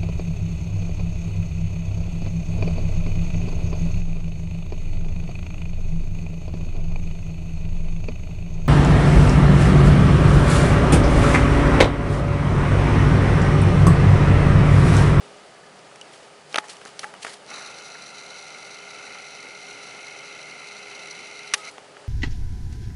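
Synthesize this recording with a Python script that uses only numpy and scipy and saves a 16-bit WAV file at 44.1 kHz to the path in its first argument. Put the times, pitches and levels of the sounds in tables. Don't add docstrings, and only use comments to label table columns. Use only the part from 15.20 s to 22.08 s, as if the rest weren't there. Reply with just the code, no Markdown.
import sys
import numpy as np
from scipy import signal
from scipy.fft import rfft, irfft
from scipy.io import wavfile
from scipy.ndimage import uniform_filter1d

SR = 44100
rng = np.random.default_rng(int(sys.argv[2]) if len(sys.argv) > 2 else 0)


def field_ratio(decibels):
    return 10 ** (np.asarray(decibels, dtype=float) / 20)


def file_out(sig):
    cols = np.atleast_2d(sig).T
    lim = np.clip(cols, -1, 1)
    pcm = np.round(lim * 32767).astype(np.int16)
    wavfile.write(sys.argv[1], SR, pcm)


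N = 303408

# f/Hz, density/dB per Hz
ROOM_AIR = [(20, -30), (85, -24), (140, -13), (330, -10.5), (550, -5.5), (890, -8.5), (1150, -18.5),
            (1500, -13.5), (2900, -17.5), (4000, -21.5), (9200, -26.5), (11500, -32.5)]
ROOM_AIR_DB = -48
# f/Hz, width/Hz, level/dB
FAN_TONES = [(151.4, 3.4, -69), (120, 6, -76.5), (190.6, 5.4, -70), (531, 14, -68), (1235, 163, -57),
             (2950, 62, -68.5), (4680, 720, -63)]

# t/s, peak level/dB, f/Hz, t60/s
RINGING_PARTS = [(0.434, -37, 1730, 0.036), (0.815, -20.5, 2930, 0.014), (1.362, -29, 850, 0.089),
                 (1.388, -40.5, 850, 0.61), (1.846, -35.5, 850, 0.16), (1.950, -33.5, 2950, 0.025),
                 (2.22, -84, 2930, .4), (6.337, -43, 56, 0.041), (6.35, -40, 850, 0.18),
                 (6.378, -41, 1270, 0.91), (6.385, -50, 3720, 0.3)]

# hardest moment t/s, build-up/s, fade/s, bright level/dB, dull re bright/dB
FINGER_RUBS = [(.955, .2, 0.45, -54, -8), (1.34, 0.13, 0.022, -47.5, 11), (1.392, .006, 0.057, -46, 17.5),
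               (1.442, .06, 0.15, -54, 18), (1.496, .025, 0.073, -39, 4), (1.53, .03, 0.33, -55, 14.5),
               (1.614, .06, 0.081, -61, -3), (1.672, 0.069, 0.12, -49.5, 9), (1.8, .01, .15, -54, -3),
               (1.846, 0.27, 0.08, -53, -5), (1.87, .03, 0.42, -60, 19), (2.025, 0.037, 0.082, -39, -7),
               (2.075, .07, 0.22, -44, 8), (2.138, 0.2, .04, -57, -1.5), (2.171, .02, .04, -60, -6),
               (2.314, 0.088, .9, -57, 21), (6.352, 0.012, 0.6, -50, 11)]
# f/Hz, density/dB per Hz
SKIN_HISS = [(880, -45), (1500, -24), (1720, -6.5), (3150, -3.5), (3460, -6.5), (4390, -4.5), (5330, -6.5),
             (9300, -10), (11300, -14), (14700, -47), (22000, -120)]
# f/Hz, width/Hz, level/dB
DULL_SCRAPE = [(315, 420, -6), (810, 340, 3.5), (1220, 250, 4.5), (1840, 600, 1.5)]

# f/[struck part f], width/[struck part f], level/dB
STRUCK_PART = [(1, 0.64, 16), (1.5, 0.99, -9.5)]
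# f/Hz, width/Hz, level/dB
SHELL_LOWS = [(325, 220, -14.5), (560, 600, 5.5), (850, 240, 8.5), (1194, 460, 10)]
SHELL_HIGHS = [(5220, 3950, 3), (6340, 1400, 7), (7540, 1800, -10), (9040, 670, 1), (10300, 1200, 1)]
# t/s, peak level/dB, struck part f/Hz, length/s
NAIL_TICKS = [(.347, -48, 4500, .0006), (.465, -48, 4500, .0006), (.592, -46, 4500, .0008),
              (.7585, -36.5, 2530, .0015), (0.813, -31.5, 3100, .0006), (1.327, -37, 4500, .003),
              (1.3737, -26, 2100, 0.0028), (1.4837, -36, 2500, .0017), (1.568, -37.5, 2580, 0.0021),
              (1.652, -31.5, 1500, .0012), (1.7923, -25.5, 3350, 0.0043), (2.133, -36.5, 1750, .0025),
              (2.264, -42, 4500, .001), (6.45, -38, 3900, .003), (6.513, -40, 3500, .001)]
FINGER_PAD_TAPS = [(1.35, -29, 2000, .003), (1.381, -17.5, 1610, 0.0014), (1.6147, -36, 2230, .0021),
                   (1.6578, -32.5, 1710, .0015), (1.838, -30, 2010, 0.0007), (1.843, -26.5, 1970, .0037),
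                   (1.939, -31, 2040, 0.0016), (2.0474, -26, 2100, 0.0054), (3.953, -35.5, 2080, 0.0024),
                   (4.257, -52, 2150, .0016), (6.5809, -33, 2400, 0.0019)]
SMALL_PART_PINGS = [
    (1.8322, -26, 1970, 0.0026),
    (2.066, -25, 1710, 0.0026),
    (2.078, -33, 2000, .018),
    (2.7521, -32.5, 1960, .0015),
    (6.768, -34, 1880, 0.0018),
]
SHELL_CREAKS = [
    (1.344, -12.5, 2640, 0.0012),
    (1.358, -11.5, 2740, 0.003),
    (1.385, -12.5, 3660, 0.00081),
    (1.3888, -24.5, 2200, 0.002),
]
LEVER_SNAP_BACK = [
    (6.3366, -12.5, 1700, .0017),
    (6.3379, -9, 2770, 0.0036),
    (6.3407, -14.5, 3700, 0.0043),
    (6.343, -17, 2290, 0.0035),
]
# low re part/dB, high re part/dB
SHELL_SHAKES = [
    (-20, -3),
    (-5, -14.5),
    (-9, -30),
    (-10.5, -14.5),
    (-18.5, -4.5),
]

# t/s, peak level/dB, f/Hz, direction/[sign]
CATCH_SNAPS = [
    (1.3845, -1.5, 1300, -1),
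    (1.8435, -17, 1500, 1),
    (2.0495, -19, 600, -1),
    (1.655, -36, 300, 1),
    (4.25, -33, 450, -1),
    (4.29, -37, 400, 1),
    (6.5825, -35, 600, -1),
    (1.3452, -27, 550, 1),
    (1.3585, -23, 550, 1),
    (6.339, -28, 650, 1),
]

SURGE_S, SURGE_RISE_S, SURGE_HOLD_S, SURGE_FADE_S, SURGE_DB = 2.254, 0.067, 0.077, 0.34, -43.5
SWING_DB = 40

# start t/s, stop t/s, spin-up/s, level/dB
MOTOR_RUNS = [
    (2.262, 6.34, .05, 0.2),
    (6.36, 6.492, 0.12, 3),
]
SPIN_DOWN_S = .016
TURN_HZ, TURN_START_S = 24.93, 2.261
MESH_HZ = 694
ROTOR_RIPPLE = [(1, .024, .42), (2, .015, .28), (3, .028, .1)]
# place/[turns], width/[turns], frame, barrel, gear box and rattle level/dB
MESH_KNOCKS = [(0, .06, -8, 8, -4, 3), (.12, .05, 0, -6, 0, -2), (.3, .06, 2, 6, -1, -4),
               (.46, .05, 0, -8, -8, 0), (.64, .05, -8, 1, 4, -4), (.76, .06, 2, -4, -6, -4)]
# f/Hz, width/Hz, level/dB
FRAME_MODES = [(760, 170, 14), (1220, 130, 2), (1314, 79, 10.5), (1500, 170, 7)]
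BARREL_MODES = [(1890, 74, 2), (2010, 290, -4), (2243, 240, 10.5)]
GEARBOX_MODES = [(2400, 37, 1), (2568, 108, 3.5), (2710, 540, -10.5), (3055, 86, 0), (3400, 64, -12)]
RATTLE_MODES = [(3913, 360, 6), (4360, 650, 0), (4787, 830, -1.5), (5430, 600, -7.5), (5830, 490, 4),
                (7500, 2600, -11), (8520, 93, -5.5), (9900, 2900, -10)]
# running level/dB, drift/dB per s, break-loose jolt/dB, slack until gears seat/dB
PART_LOADS = [
    (-46.5, -1.34, 8, -6.5),
    (-47, 0.43, 5.5, -9),
    (-51.5, 0.92, 7.5, -3.5),
    (-48.5, 0.36, 2, 5.2),
]
JOLT_S, SEAT_S = 0.16, 0.56
# level/dB, in part order
CLUMP_DB = (.6, .3, .4, 1.3)
CLUMPS_PER_S = 70
IDLE_DRIVE = (.8, .6, .9, .8)


def level(x, db):
    return x * field_ratio(db) / np.sqrt(np.mean(x ** 2))


def band(x, hz, width):
    return signal.lfilter(*signal.iirpeak(hz, hz / width, fs=SR), x)


def body(x, modes, steep=False):
    out = 0
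    for k, (hz, width, db) in enumerate(modes):
        if steep:
            width = 1.28 * width
            mode = band(band(x, hz, width), hz, width)
        else:
            mode = band(x, hz, width)
        out = out + (-1) ** k * field_ratio(db) * mode
    return out


def colour(points):
    hz, db = np.transpose(points)
    bins_hz = np.arange(N // 2 + 1) * SR / N
    gain = field_ratio(np.interp(np.log(bins_hz + 1), np.log(hz), db))
    return level(irfft(rfft(rng.standard_normal(N)) * gain, N), 0)


def walk(rate):
    k = int(SR / rate)
    held = np.repeat(rng.standard_normal(N // k + 1), k)
    return 1.3 * uniform_filter1d(uniform_filter1d(held, k), k)[:N]


def swell_db(s, rise, hold, fade):
    corners = np.cumsum([s, rise, hold, fade])
    return np.interp(np.arange(N) / SR, corners, [-SWING_DB, 0, 0, -SWING_DB], left=-120, right=-120)


def room():
    fan = sum(level(band(rng.standard_normal(N), hz, width), db) for hz, width, db in FAN_TONES)
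    phase = 2 * np.pi * 410 * np.arange(N) / SR + 0.75 * walk(4)
    hum = level(field_ratio(2.2 * walk(4.06)) * np.sin(phase), -57.0)
    breath = field_ratio(.5 * walk(4.3) + 0.55 * walk(24.99))
    return level(colour(ROOM_AIR) * breath, ROOM_AIR_DB) + fan + hum


def rings():
    rise_s, touch_s, damp_s = 0.0023, .12, 0.053
    out, waver = np.zeros(N), field_ratio(0.6 * walk(60))
    for s, db, hz, t60 in RINGING_PARTS:
        start = int(s * SR)
        t = np.arange(N - start) / SR
        t = t[:int(touch_s * SR)]
        damping = np.clip((t[-1] - t) / damp_s, 0, 1)
        decay = field_ratio(db - 60 * t / t60) * (1 - np.exp(-t / rise_s))
        out[start:][:len(t)] += damping * decay * np.sin(2 * np.pi * hz * t)
    return out * waver


def rubs():
    hiss = level(colour(SKIN_HISS) * field_ratio(2.5 * walk(180)), 3.64)
    grit = rng.standard_normal(N) * field_ratio(2 * walk(120))
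    scrape = level(body(grit, DULL_SCRAPE, steep=True), -10.5)
    out = 0
    for s, rise, fade, bright_db, dull_db in FINGER_RUBS:
        stroke = field_ratio(bright_db + swell_db(s - rise, rise, 0, fade))
        out = out + stroke * (hiss + field_ratio(dull_db) * scrape)
    return out


def clicks():
    boost_db, treble_share = 6.0, .6
    out, t = np.zeros(N), np.arange(2048) / SR
    kinds = (NAIL_TICKS, FINGER_PAD_TAPS, SMALL_PART_PINGS, SHELL_CREAKS, LEVER_SNAP_BACK)
    for rows, (low_db, high_db) in zip(kinds, SHELL_SHAKES):
        slips = rng.standard_normal((len(rows), len(t)))
        for (s, part_db, hz, length), slip in zip(rows, slips):
            part = [(hz * m, hz * w, db) for m, w, db in STRUCK_PART]
            layers = ((0, part, 1), (low_db + boost_db, SHELL_LOWS, 1),
                      (high_db + boost_db, SHELL_HIGHS, treble_share))
            for db, modes, share in layers:
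                decay = np.exp(-t / max(length * share, .0002))
                ring = body(slip * decay, modes, steep=True)
                out[int(s * SR):][:len(t)] += ring / np.abs(ring).max() * field_ratio(part_db + db)
    return out


def snaps():
    out, t = np.zeros(N), np.arange(-128, 128) / SR
    for s, db, hz, way in CATCH_SNAPS:
        u = (np.pi * hz * t) ** 2
        swing = (1 - 2 * u) * np.exp(-u)
        edge = (1 + .3 * np.cos(5 * np.pi * hz * t)) / 1.3
        out[int(s * SR) - 128:][:len(t)] += np.sign(way) * field_ratio(db) * swing * edge
    return out


def surge():
    grit = rng.standard_normal(N) * field_ratio(1.9 * walk(300))
    swell = field_ratio(SURGE_DB + swell_db(SURGE_S, SURGE_RISE_S, SURGE_HOLD_S, SURGE_FADE_S))
    return swell * level(body(grit, DULL_SCRAPE, steep=True), 0)


def effort():
    t = np.arange(N) / SR
    since = np.maximum(t - MOTOR_RUNS[0][0], 0)
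    power = 0
    for s, stop, rise, db in MOTOR_RUNS:
        spin_up = np.clip((t - s) / rise, 0, 1)
        spin_down = np.clip(1 - (t - stop) / SPIN_DOWN_S, 0, 1)
        power = power + field_ratio(db) * spin_up * spin_down
    jolting, unseated = np.exp(-(since / JOLT_S) ** 2 / 2), np.exp(-since / SEAT_S)
    return [power * field_ratio(db + drift * since + jolt * jolting + slack * unseated)
            for db, drift, jolt, slack in PART_LOADS]


def motor():
    wander, wobble = .012, .012
    turn = (np.arange(N) / SR - TURN_START_S) * TURN_HZ + wobble * walk(11)
    ripple = sum(depth * np.cos(2 * np.pi * n * (turn - place)) for n, depth, place in ROTOR_RIPPLE)
    speed = 1 + ripple + wander * walk(90)
    mesh = 2 * np.pi * np.cumsum(MESH_HZ * speed) / SR
    teeth = level(sum(np.cos(k * mesh) for k in range(2, 10)), 9)
    out = 0
    chatter_db, rough_dbs = (9, 11, 14, 17), (2.1, 0.97, 0.26, 2.37)
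    part_modes = (FRAME_MODES, BARREL_MODES, GEARBOX_MODES, RATTLE_MODES)
    parts = zip(part_modes, effort(), chatter_db, rough_dbs)
    for k, (modes, gain, loose_db, rough_db) in enumerate(parts):
        chatter = field_ratio(loose_db) * rng.standard_normal(N)
        roughness = field_ratio(rough_db * walk(400) + CLUMP_DB[k] * walk(CLUMPS_PER_S))
        drive = (teeth + chatter) * roughness
        swell = IDLE_DRIVE[k]
        for row in MESH_KNOCKS:
            away = (turn - row[0] + .5) % 1 - .5
            swell = swell + field_ratio(row[2 + k]) * np.exp(-.5 * (away / row[1]) ** 2)
        out = out + gain * level(body(drive * swell, modes, steep=True), 0)
    return out


def scene():
    return (room() + rings() + rubs() + clicks() + snaps() + surge() + motor())[None]


def band_limit(x):
    return signal.sosfilt(signal.butter(12, 12020, fs=SR, output="sos"), x)


def record(dry):
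    top_hz = 10990
    low_pass = signal.ellip(16, .3, 60, top_hz, fs=SR, output="sos")
    return band_limit(signal.sosfilt(low_pass, dry))


dry = scene()
out = record(dry)
file_out(out)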